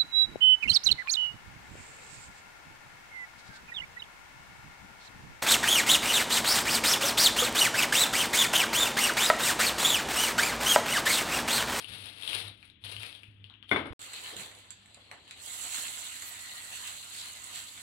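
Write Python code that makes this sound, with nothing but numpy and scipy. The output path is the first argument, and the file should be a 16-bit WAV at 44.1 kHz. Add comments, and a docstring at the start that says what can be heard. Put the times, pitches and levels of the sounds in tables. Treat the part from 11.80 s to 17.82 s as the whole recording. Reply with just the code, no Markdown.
"""Plastic crackles as a wooden pin rolls dough between two sheets on a board, in four strokes; then the pin
clatters down on a stone counter. Then the scene changes: oil bubbles and spits in a pan. The dough is laid in,
its moisture flashes off, and the sizzle revives as a hand presses it down. The place is a small hard kitchen,
heard from close by through two microphone ports, each of which colours the treble in its own way."""
import sys
import numpy as np
from scipy import signal
from scipy.fft import rfft, irfft, next_fast_len
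from scipy.io import wavfile
from scipy.ndimage import uniform_filter1d, map_coordinates

SR = 44100
rng = np.random.default_rng(int(sys.argv[2]) if len(sys.argv) > 2 else 0)


def transcribe(signal):
    """Save signal, clipped to [-1, 1], as a 16-bit WAV file at the path in sys.argv[1]."""
    frames = np.atleast_2d(signal).T
    limited = np.clip(frames, -1, 1)
    pcm = np.round(limited * 32767).astype(np.int16)
    wavfile.write(sys.argv[1], SR, pcm)


N = 265468


def amp(db):
    """Decibels to gain."""
    return 10 ** (np.asarray(db) / 20)


def unit(x):
    """Scale to rms 1."""
    return x / np.sqrt(np.mean(x ** 2) + 1e-20)


def along(points, hz, column=1):
    """One column of a table, read on a log-frequency axis."""
    columns = np.transpose(points)
    return np.interp(np.log(hz + 1), np.log(columns[0] + 1), columns[column])


def clock():
    """The time of every sample, in seconds."""
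    return np.arange(N) / SR


def wobble(rate):
    """A smooth random curve, rate knots a second."""
    knots = rng.standard_normal(int(N * rate / SR) + 4)
    return map_coordinates(knots, [clock() * rate])


def fade(t, t60):
    """Exponential decay that starts at t = 0."""
    return (t >= 0) * np.exp(-np.log(1000) * np.abs(t) / t60)


def swell(start_s, hold_s, rise_s, fall_s):
    """Full level from start_s for hold_s; the rise before and the fall after are timed over 60 dB."""
    t = clock() - start_s
    return np.exp(-np.log(1000) * (np.maximum(-t, 0) / rise_s + np.maximum(t - hold_s, 0) / fall_s))


def hump(middle_s, half_length_s):
    """A bell curve of height 1 around a time."""
    return np.exp(-.5 * ((clock() - middle_s) / half_length_s) ** 2)


def together(levels):
    """Levels of unrelated sounds add in power."""
    return np.sqrt(sum(level ** 2 for level in levels))


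def add(track, start_s, sound):
    """Mix a sound into a track at a time."""
    part = track[..., round(start_s * SR):][..., :sound.shape[-1]]
    part += sound[..., :part.shape[-1]]


def colour(x, spectrum, size=4096):
    """Minimum-phase filter of unit power, with one spectrum for each microphone port."""
    hz = np.fft.rfftfreq(size, 1 / SR)
    port_gains = amp([along(spectrum, hz, column=1), along(spectrum, hz, column=2)])
    cepstrum = irfft(np.log(port_gains))
    fold = 1 + np.sign(size / 2 - np.arange(size))
    fold[0] = 1
    response = irfft(np.exp(rfft(cepstrum * fold)))
    return signal.oaconvolve(np.atleast_2d(x), unit(response) / np.sqrt(size), axes=1)[:, :N]


def band(hz, width_hz, apart, size=N):
    """Stereo noise of rms 1 in one resonance; apart is the weight of the side signal."""
    padded = next_fast_len(size, True)
    f = np.fft.rfftfreq(padded, 1 / SR)
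    resonance = 1j * f * width_hz / (hz ** 2 - f ** 2 + 1j * f * width_hz)
    noise = rng.standard_normal((2, padded))
    mid, side = irfft(rfft(noise) * resonance ** 2, padded)[:, :size]
    return unit(np.array([mid + apart * side, mid - apart * side]))


def soften(x, level, full_db, edge_hz, power):
    """Gentle crackling is duller: below full level the treble falls away faster than the rest."""
    dull = signal.filtfilt(*signal.butter(2, edge_hz, fs=SR), x)
    brightness = np.minimum(level / amp(full_db), 1) ** power
    return dull + brightness * (x - dull)


# Still kitchen air, all around the microphone: frequency_hz, left_db, right_db
AIR_SPECTRUM = [(20.4, -11, -21), (72, 6.5, 4), (136, -3.5, -2.5), (204, -0.5, 1), (303, -2, -4.5),
                (474, -27, -17), (1290, -15, -34), (3460, 0, -37.5), (5000, -49, -54), (15000, -59.5, -46)]


def air(level_db, hum_db):
    """Room rumble with a wavering electrical hum."""
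    shared, own = rng.standard_normal(N), rng.standard_normal((2, N))
    hum_hz = 101 + 2.79 * wobble(16)
    hum = unit(np.sin(2 * np.pi * np.cumsum(hum_hz) / SR)) * amp(1.4 * wobble(10))
    return amp(level_db) * colour(unit(shared + .5 * own), AIR_SPECTRUM) + amp(hum_db) * hum


# Echo off the hard kitchen walls: frequency_hz, t60_s
KITCHEN_DECAY = [(150, 0.52), (1000, 0.28), (3000, 0.34), (8000, 0.19), (15000, 0.12)]


def room(x, wet_db, lag_s):
    """Direct sound plus a fresh kitchen tail; a positive lag delays the left port, a negative the right."""
    hz, t, noise = signal.stft(rng.standard_normal((2, SR // 2)), SR, nperseg=256)
    alike = 1 / (1 + (hz[:, None] / 600) ** 2)  # long waves reach both ports alike
    diffuse = (noise + alike * noise[::-1]) / np.sqrt(1 + alike ** 2)
    decay = amp(-60 * t / along(KITCHEN_DECAY, hz)[:, None])
    tail = signal.istft(diffuse * decay, SR, nperseg=256)[1]
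    response = amp(wet_db) * tail / np.linalg.norm(tail[0])
    response[0, round(max(lag_s, 0) * SR)] += 1
    response[1, round(max(-lag_s, 0) * SR)] += 1
    return signal.fftconvolve(x[None], response / np.linalg.norm(response[0]), axes=1)[:, :N]


def clicks(rows, t60, crack_db, wet_db, lag_s):
    """Each click is a brief ring at its own pitch with a broad crack, and has its own echo."""
    out, t = np.zeros((2, N)), np.arange(SR // 100) / SR
    for start_s, db, hz in rows:
        crack = amp(crack_db) * rng.standard_normal(len(t))
        click = (np.sin(2 * np.pi * hz * t) + crack) * fade(t, t60)
        add(out, start_s, amp(db) * room(click / np.linalg.norm(click), wet_db, lag_s))
    return out


def crackling(level, per_s, spread_db, wet_db, lag_s, spots=3):
    """Tiny clicks, many weak and a few strong, from separate spots with their own delay and echo."""
    out = np.zeros((2, N))
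    for lag_share in np.linspace(1, .7, spots):
        chance = rng.random(N) * SR * spots / per_s
        at = np.flatnonzero(chance < 1)
        strength = amp(spread_db * np.minimum(rng.standard_normal(N)[at], 2.3))
        train = np.bincount(at, strength * np.sign(chance[at] - .5), N)
        out += room(level * unit(train), wet_db, lag_s * lag_share)
    return out / np.sqrt(spots)


# Pin, hand and dough bump, at the counter and at the stove: start_s, level_db, pitch_hz, t60_s
SOFT_BUMPS = [(.095, -55, 160, 0.52), (.828, -61.5, 1500, 0.15), (1.233, -47.5, 1660, 0.14),
              (1.699, -61.5, 1100, 0.32), (1.828, -59, 1410, 0.13), (2.105, -36, 70.5, 0.11),
              (2.525, -50.5, 420, 0.41), (2.56, -51, 165, 0.31), (2.905, -54, 2490, 0.15),
              (3.17, -57, 625, 0.19), (3.314, -50, 780, 0.24)]


def bumps():
    """Soft contacts give a dull puff with a rounded onset and no ring."""
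    out, t = np.zeros((2, N)), np.arange(SR // 2) / SR
    for start_s, db, hz, t60 in SOFT_BUMPS:
        envelope = amp(db) * np.tanh(t / 0.0015) * fade(t, t60)
        add(out, start_s, envelope * band(hz, 0.82 * hz, apart=0.55, size=len(t)))
    return out


# The pin rolls across the board, centred between the ports: start_s, length_s, level_db
ROLLING_STROKES = [(0.098, .15, -52), (.555, 0.15, -51), (1.044, .155, -49.5), (1.488, 0.17, -54)]


def board():
    """Each stroke sets the board thrumming at its lowest resonance over a broader rumble."""
    resting_db, strokes = -71, []
    for start_s, length_s, db in ROLLING_STROKES:
        dip_db = 6.5 * hump(start_s + 0.45 * length_s, .015)  # mid-stroke the dough cushions the pin
        strokes.append(amp(db - dip_db) * swell(start_s, length_s, rise_s=0.088, fall_s=0.29))
    weight = together(strokes + [amp(resting_db)])
    thrum_hz = 101.5 + 1.85 * wobble(16.8)
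    thrum = amp(-1.0 + 0.91 * wobble(20.1)) * unit(np.sin(2 * np.pi * np.cumsum(thrum_hz) / SR))
    return weight * (thrum + amp(-10) * band(83, 156, apart=0.66))


# The sheet on the board is creased or tugged: start_s, hold_s, level_db, rise_s, fall_s
SHEET_CRINKLES = [(0, .005, -44, .05, 0.3), (0.136, 0.023, -39, 0.26, .36), (.215, 0.053, -46.5, 0.3, 0.34),
                  (0.511, .045, -35.5, .58, .41), (0.858, 0.0092, -57, 0.5, 0.2),
                  (1.048, .21, -46.5, .09, 0.7), (1.64, 0.026, -69, .08, 0.14),
                  (1.896, .005, -52.5, .07, 0.57)]
# Single creases snap: start_s, level_db, pitch_hz
CREASE_SNAPS = [(0.0448, -27, 3000), (0.259, -31, 9900), (0.2678, -33.5, 3330), (0.375, -37.5, 3240),
                (0.4235, -29.5, 3400), (0.4339, -29, 3720), (0.4773, -24.5, 3420), (0.5316, -21.5, 2800),
                (0.679, -31, 3870), (0.681, -31, 9900), (0.7757, -48, 9550), (0.828, -37, 2470),
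                (0.854, -41, 9800), (0.9, -38.5, 3900), (1.0393, -33.5, 3500), (1.066, -31, 3080),
                (1.1329, -37, 2650), (1.1654, -29, 3030), (1.2327, -25, 2480), (1.3279, -41, 3370),
                (1.3508, -34, 3200), (1.4333, -35, 2600), (1.6422, -36.5, 3030), (1.699, -38, 3840),
                (1.7396, -40, 2960), (1.827, -35.5, 3100), (1.893, -35, 3200), (2.07, -35, 9500)]
# The sheet from close by, much brighter at the left port: frequency_hz, left_db, right_db
SHEET_SPECTRUM = [(25.2, -49, -39), (120, -24.5, -18.5), (302, -17.5, -21.5), (780, -15, -18.5),
                  (1840, -11.5, -22.5), (2730, -3.5, -27), (3470, -1.5, -26.5), (4250, -5.5, -34),
                  (5260, -17, -43), (7000, -28.5, -48), (8350, -16.5, -45), (9700, -8, -48),
                  (10850, -16, -36), (13300, -29, -45), (15700, -34, -54)]


def plastic():
    """Creases buckle in clumps under the pin; the biggest snap on their own."""
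    creasing = together(amp(db) * swell(start_s, hold_s, rise_s, fall_s)
                        for start_s, hold_s, db, rise_s, fall_s in SHEET_CRINKLES)
    clumps = creasing * amp(2.5 * wobble(70.53))
    crackle = crackling(clumps, per_s=2000, spread_db=5, wet_db=-2, lag_s=-0.00013)
    snaps = amp(10.5) * clicks(CREASE_SNAPS, t60=.005, crack_db=-2, wet_db=-1.5, lag_s=-.00015)
    sheet = colour(crackle + snaps, SHEET_SPECTRUM)
    return soften(sheet, creasing, full_db=-49.5, edge_hz=4100, power=0.37)


# The pin meets the stone counter: start_s, thud_db, ring_db
PIN_KNOCKS = [(1.9137, 1.5, -0.5), (1.924, -6, -8), (1.961, -3.5, -7.5), (1.966, -7.5, -15),
              (1.991, -11, -45), (2.058, -13, -28), (2.125, -17.5, -44)]
# Bending modes of the pin, louder at the left port: pitch_hz, left_db, right_db, t60_s
PIN_MODES = [(1077, -27, -12.5, 0.065), (1500, -2, -11, 0.032), (2024, -12.5, -25, 0.057),
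             (2123, 2.2, -8.5, 0.048), (2245, -5.5, -27, 0.083), (3500, -4.5, -46, 0.044)]
# Low resonances of the counter and the space over it: pitch_hz, level_db, t60_s
COUNTER_MODES = [(223.3, 1.5, 0.61), (287.6, -1.5, 0.77), (302, -2.5, 0.49), (343, 0, 0.28),
                 (399, -0.5, 0.53), (439, -2, 0.43), (510, -14, 0.57)]
# The blow on the stone as it reaches the microphone: frequency_hz, left_db, right_db
THUD_SPECTRUM = [(25, -34, -26), (80, -4, -5), (170, -10.5, -8.5), (265, 2, 1), (543, -1, -2.5),
                 (1270, 1.5, -7), (2420, -8.5, -18), (3050, -6, -36), (3540, -6.5, -22), (4420, -19, -59),
                 (6800, -41, -78), (9900, -21.5, -65), (12400, -43, -75), (16000, -68, -68)]


def pin():
    """The pin lands, bounces and rocks: it thuds, rings like a wooden bar and sets the counter booming."""
    t = np.arange(SR // 2) / SR
    landing_s = PIN_KNOCKS[0][0]
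    thuds, ringing = np.zeros((2, N)), np.zeros((2, N))
    for start_s, thud_db, _ in PIN_KNOCKS:
        add(thuds, start_s, amp(thud_db) * room(np.ones(1), wet_db=5.5, lag_s=0.000087))
    for hz, left_db, right_db, t60 in PIN_MODES:
        mode = np.sin(2 * np.pi * hz * t) * fade(t, t60) * np.tanh(t / 0.00036) ** 2
        ring = np.zeros(len(t))
        for start_s, _, ring_db in PIN_KNOCKS:
            add(ring, start_s - landing_s, amp(ring_db) * mode)
        heard = room(ring, wet_db=-5, lag_s=.00015)
        heard *= np.linalg.norm(ring) / np.linalg.norm(heard, axis=1, keepdims=True)  # keep its energy
        add(ringing, landing_s, amp(-13) * amp([[left_db], [right_db]]) * heard)
    boom = sum(amp(db) * np.sin(2 * np.pi * (hz * t + rng.random())) * fade(t, t60)
               for hz, db, t60 in COUNTER_MODES)
    add(ringing, landing_s, amp(-38.7) * boom * np.tanh(t / 0.012))
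    return ringing + colour(thuds, THUD_SPECTRUM)


# Steam at the stove, wide across both ports: middle_s, half_length_s, pitch_hz, width_hz, level_db
STEAM_JETS = [(4.482, 0.023, 12600, 5000, -47), (4.74, 0.22, 1940, 180, -53),
              (4.939, 0.021, 2700, 700, -47), (5.032, 0.016, 1010, 200, -57),
              (5.073, 0.024, 2900, 700, -45), (5.401, 0.049, 4200, 1400, -48),
              (5.76, 0.024, 3420, 1800, -46)]


def steam():
    """Small jets of steam hiss and sing faintly under the edge of the dough."""
    out, t = np.zeros((2, N)), np.arange(SR) / SR - .5
    for middle_s, half_length_s, hz, width_hz, db in STEAM_JETS:
        envelope = amp(db) * np.exp(-.5 * (t / half_length_s) ** 2)
        add(out, middle_s - .5, envelope * band(hz, width_hz, apart=1.0, size=len(t)))
    return out


# The oil flares up on the empty pan: start_s, hold_s, spray_db, bubbles_db
OIL_FLARES = [(2.217, 0.045, -50.5, -48), (2.34, 0.059, -49.5, -44), (2.438, 0.054, -48, -43.5),
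              (2.592, 0.023, -46, -45), (2.786, 0.0088, -59.5, -56), (3.506, .005, -64, -53)]


def oil(simmer_db, column):
    """Level of the bare oil: a simmer with flare-ups, read from one dB column."""
    flares = [amp(row[column]) * swell(row[0], row[1], rise_s=0.22, fall_s=0.45) for row in OIL_FLARES]
    return together(flares + [amp(simmer_db)])


# The hand presses the dough onto the pan: middle_s, half_length_s, boost_db
HAND_PRESSES = [(4.8, .07, 1.2), (4.96, 0.03, 3.5), (5.074, 0.054, 5), (5.42, 0.069, 4.5),
                (5.648, 0.019, 2.5), (5.778, 0.034, 7)]


def dough(steady_db, flash_db, onset_s):
    """Level of the dough's sizzle: surface moisture flashes off, it slowly dries, each press revives it."""
    lands_s, lies_flat_s = 3.615, 3.985
    flash_s, drying_db_per_s = .3, 1.1
    contact = .5 + .5 * np.tanh((clock() - lands_s) / onset_s)
    since_flat = clock() - lies_flat_s
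    moisture_db = flash_db * np.exp(-np.abs(since_flat) / flash_s) - drying_db_per_s * since_flat
    pressure_db = sum(db * hump(middle_s, half_length_s) for middle_s, half_length_s, db in HAND_PRESSES)
    return contact * amp(steady_db + moisture_db + pressure_db)


def patchy(x, depth_db):
    """Clusters of like-sized bubbles briefly favour some pitches over others."""
    spectra = signal.stft(x, nperseg=512)[2]
    patches = uniform_filter1d(rng.standard_normal(spectra.shape[1:]), size=5, axis=0)  # across pitch
    patches = uniform_filter1d(patches, size=7, axis=1)  # across time
    gain = unit(amp(depth_db * unit(patches)))
    return signal.istft(spectra * gain, nperseg=512)[1][:, :N]


# Single spits of oil: start_s, level_db, pitch_hz
OIL_SPITS = [(2.2161, -31.5, 7320), (2.3341, -28, 7500), (2.5665, -26, 7350), (2.5975, -29, 2730),
             (2.661, -29.5, 1900), (2.714, -38, 1950), (2.75, -34, 10500), (2.9055, -26.5, 7400),
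             (3.059, -38, 7950), (3.1453, -36.5, 7350), (3.3138, -29.5, 2020), (3.478, -39, 2810),
             (3.5101, -29.5, 4040), (3.9449, -22, 7500), (4.4228, -27, 7600), (4.9546, -30.5, 8000),
             (5.0749, -26.5, 7830), (5.6416, -31.5, 7760), (5.7582, -27.5, 7710), (5.9774, -34.5, 3860)]
# Low seething, strongest while the pan is empty: time_s, level_db
SEETHE_LEVELS = [(2.19, -65), (2.4, -61), (2.62, -57), (2.75, -63), (3.05, -76.5), (3.35, -66.5),
                 (3.6, -67), (4.2, -71.5), (6.02, -71.5)]
# The larger bubbles, about even at both ports: frequency_hz, left_db, right_db
BUBBLE_SPECTRUM = [(40, -65, -61), (221, -17.5, -18.5), (452, -20.5, -18.5), (670, -13, -11.5),
                   (1080, -7, -6.5), (2070, -5, -3.5), (2820, -2.5, -3), (3400, 0, -3), (4164, 3, -3.5),
                   (5110, -11, -16.5), (5940, -57, -51), (9000, -44, -56)]
# The fine spray from close by, stronger at the right port: frequency_hz, left_db, right_db
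SPRAY_SPECTRUM = [(2500, -47, -49), (5150, -24.5, -17.5), (6220, -19.5, -10), (7000, -25.5, -3),
                  (7700, -26, 1), (8620, -27, -5.5), (9640, -10.5, -11), (11400, -15.5, -16.5),
                  (15600, -28, -20)]


def pan():
    """Bursting bubbles and fine spray swell as the dough lands and is pressed; oil spits now and then."""
    spray_level = together([oil(simmer_db=-68.5, column=2),
                            dough(steady_db=-47.5, flash_db=10, onset_s=0.049)])
    bubble_level = together([oil(simmer_db=-60.5, column=3),
                             dough(steady_db=-47.5, flash_db=7, onset_s=0.1)])
    bubbles = amp(-1.5) * crackling(bubble_level, per_s=2500, spread_db=4, wet_db=-2, lag_s=.00047)
    spray = amp(1) * crackling(spray_level, per_s=5000, spread_db=4, wet_db=-7.5, lag_s=.0005)
    spits = amp(8) * clicks(OIL_SPITS, t60=.005, crack_db=3, wet_db=1, lag_s=.00047)
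    seethe_db = np.interp(clock(), *np.transpose(SEETHE_LEVELS))
    seething = amp(seethe_db) * band(554, 820, apart=0.6)
    sizzle = colour(bubbles + spits, BUBBLE_SPECTRUM) + colour(spray + spits, SPRAY_SPECTRUM)
    sizzle = soften(sizzle, spray_level, full_db=-58.0, edge_hz=10200, power=0.97)
    return patchy(sizzle + seething, depth_db=2.0)


def scene():
    """The microphone is first at the counter; then the scene changes, and after a short gap it is at the stove."""
    counter_ends_s, stove_starts_s = 2.133, 2.193
    counter = plastic() + board() + pin() + air(level_db=-63.0, hum_db=-72.0)
    stove = pan() + steam() + air(level_db=-63.5, hum_db=-70.5)
    contacts = bumps()
    at_counter, at_stove = clock() < counter_ends_s, clock() > stove_starts_s
    return (counter + contacts) * at_counter + (stove + contacts) * at_stove


def record(dry):
    """A steep band limit takes off the highest treble."""
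    top_hz, edge_width_hz = 15850, 200
    size = next_fast_len(N + SR // 2)
    passed = np.clip((top_hz - np.fft.rfftfreq(size, 1 / SR)) / edge_width_hz + .5, 0, 1)
    return irfft(rfft(dry, size) * passed, size)[:, :N]


dry = scene()
out = record(dry)
transcribe(out)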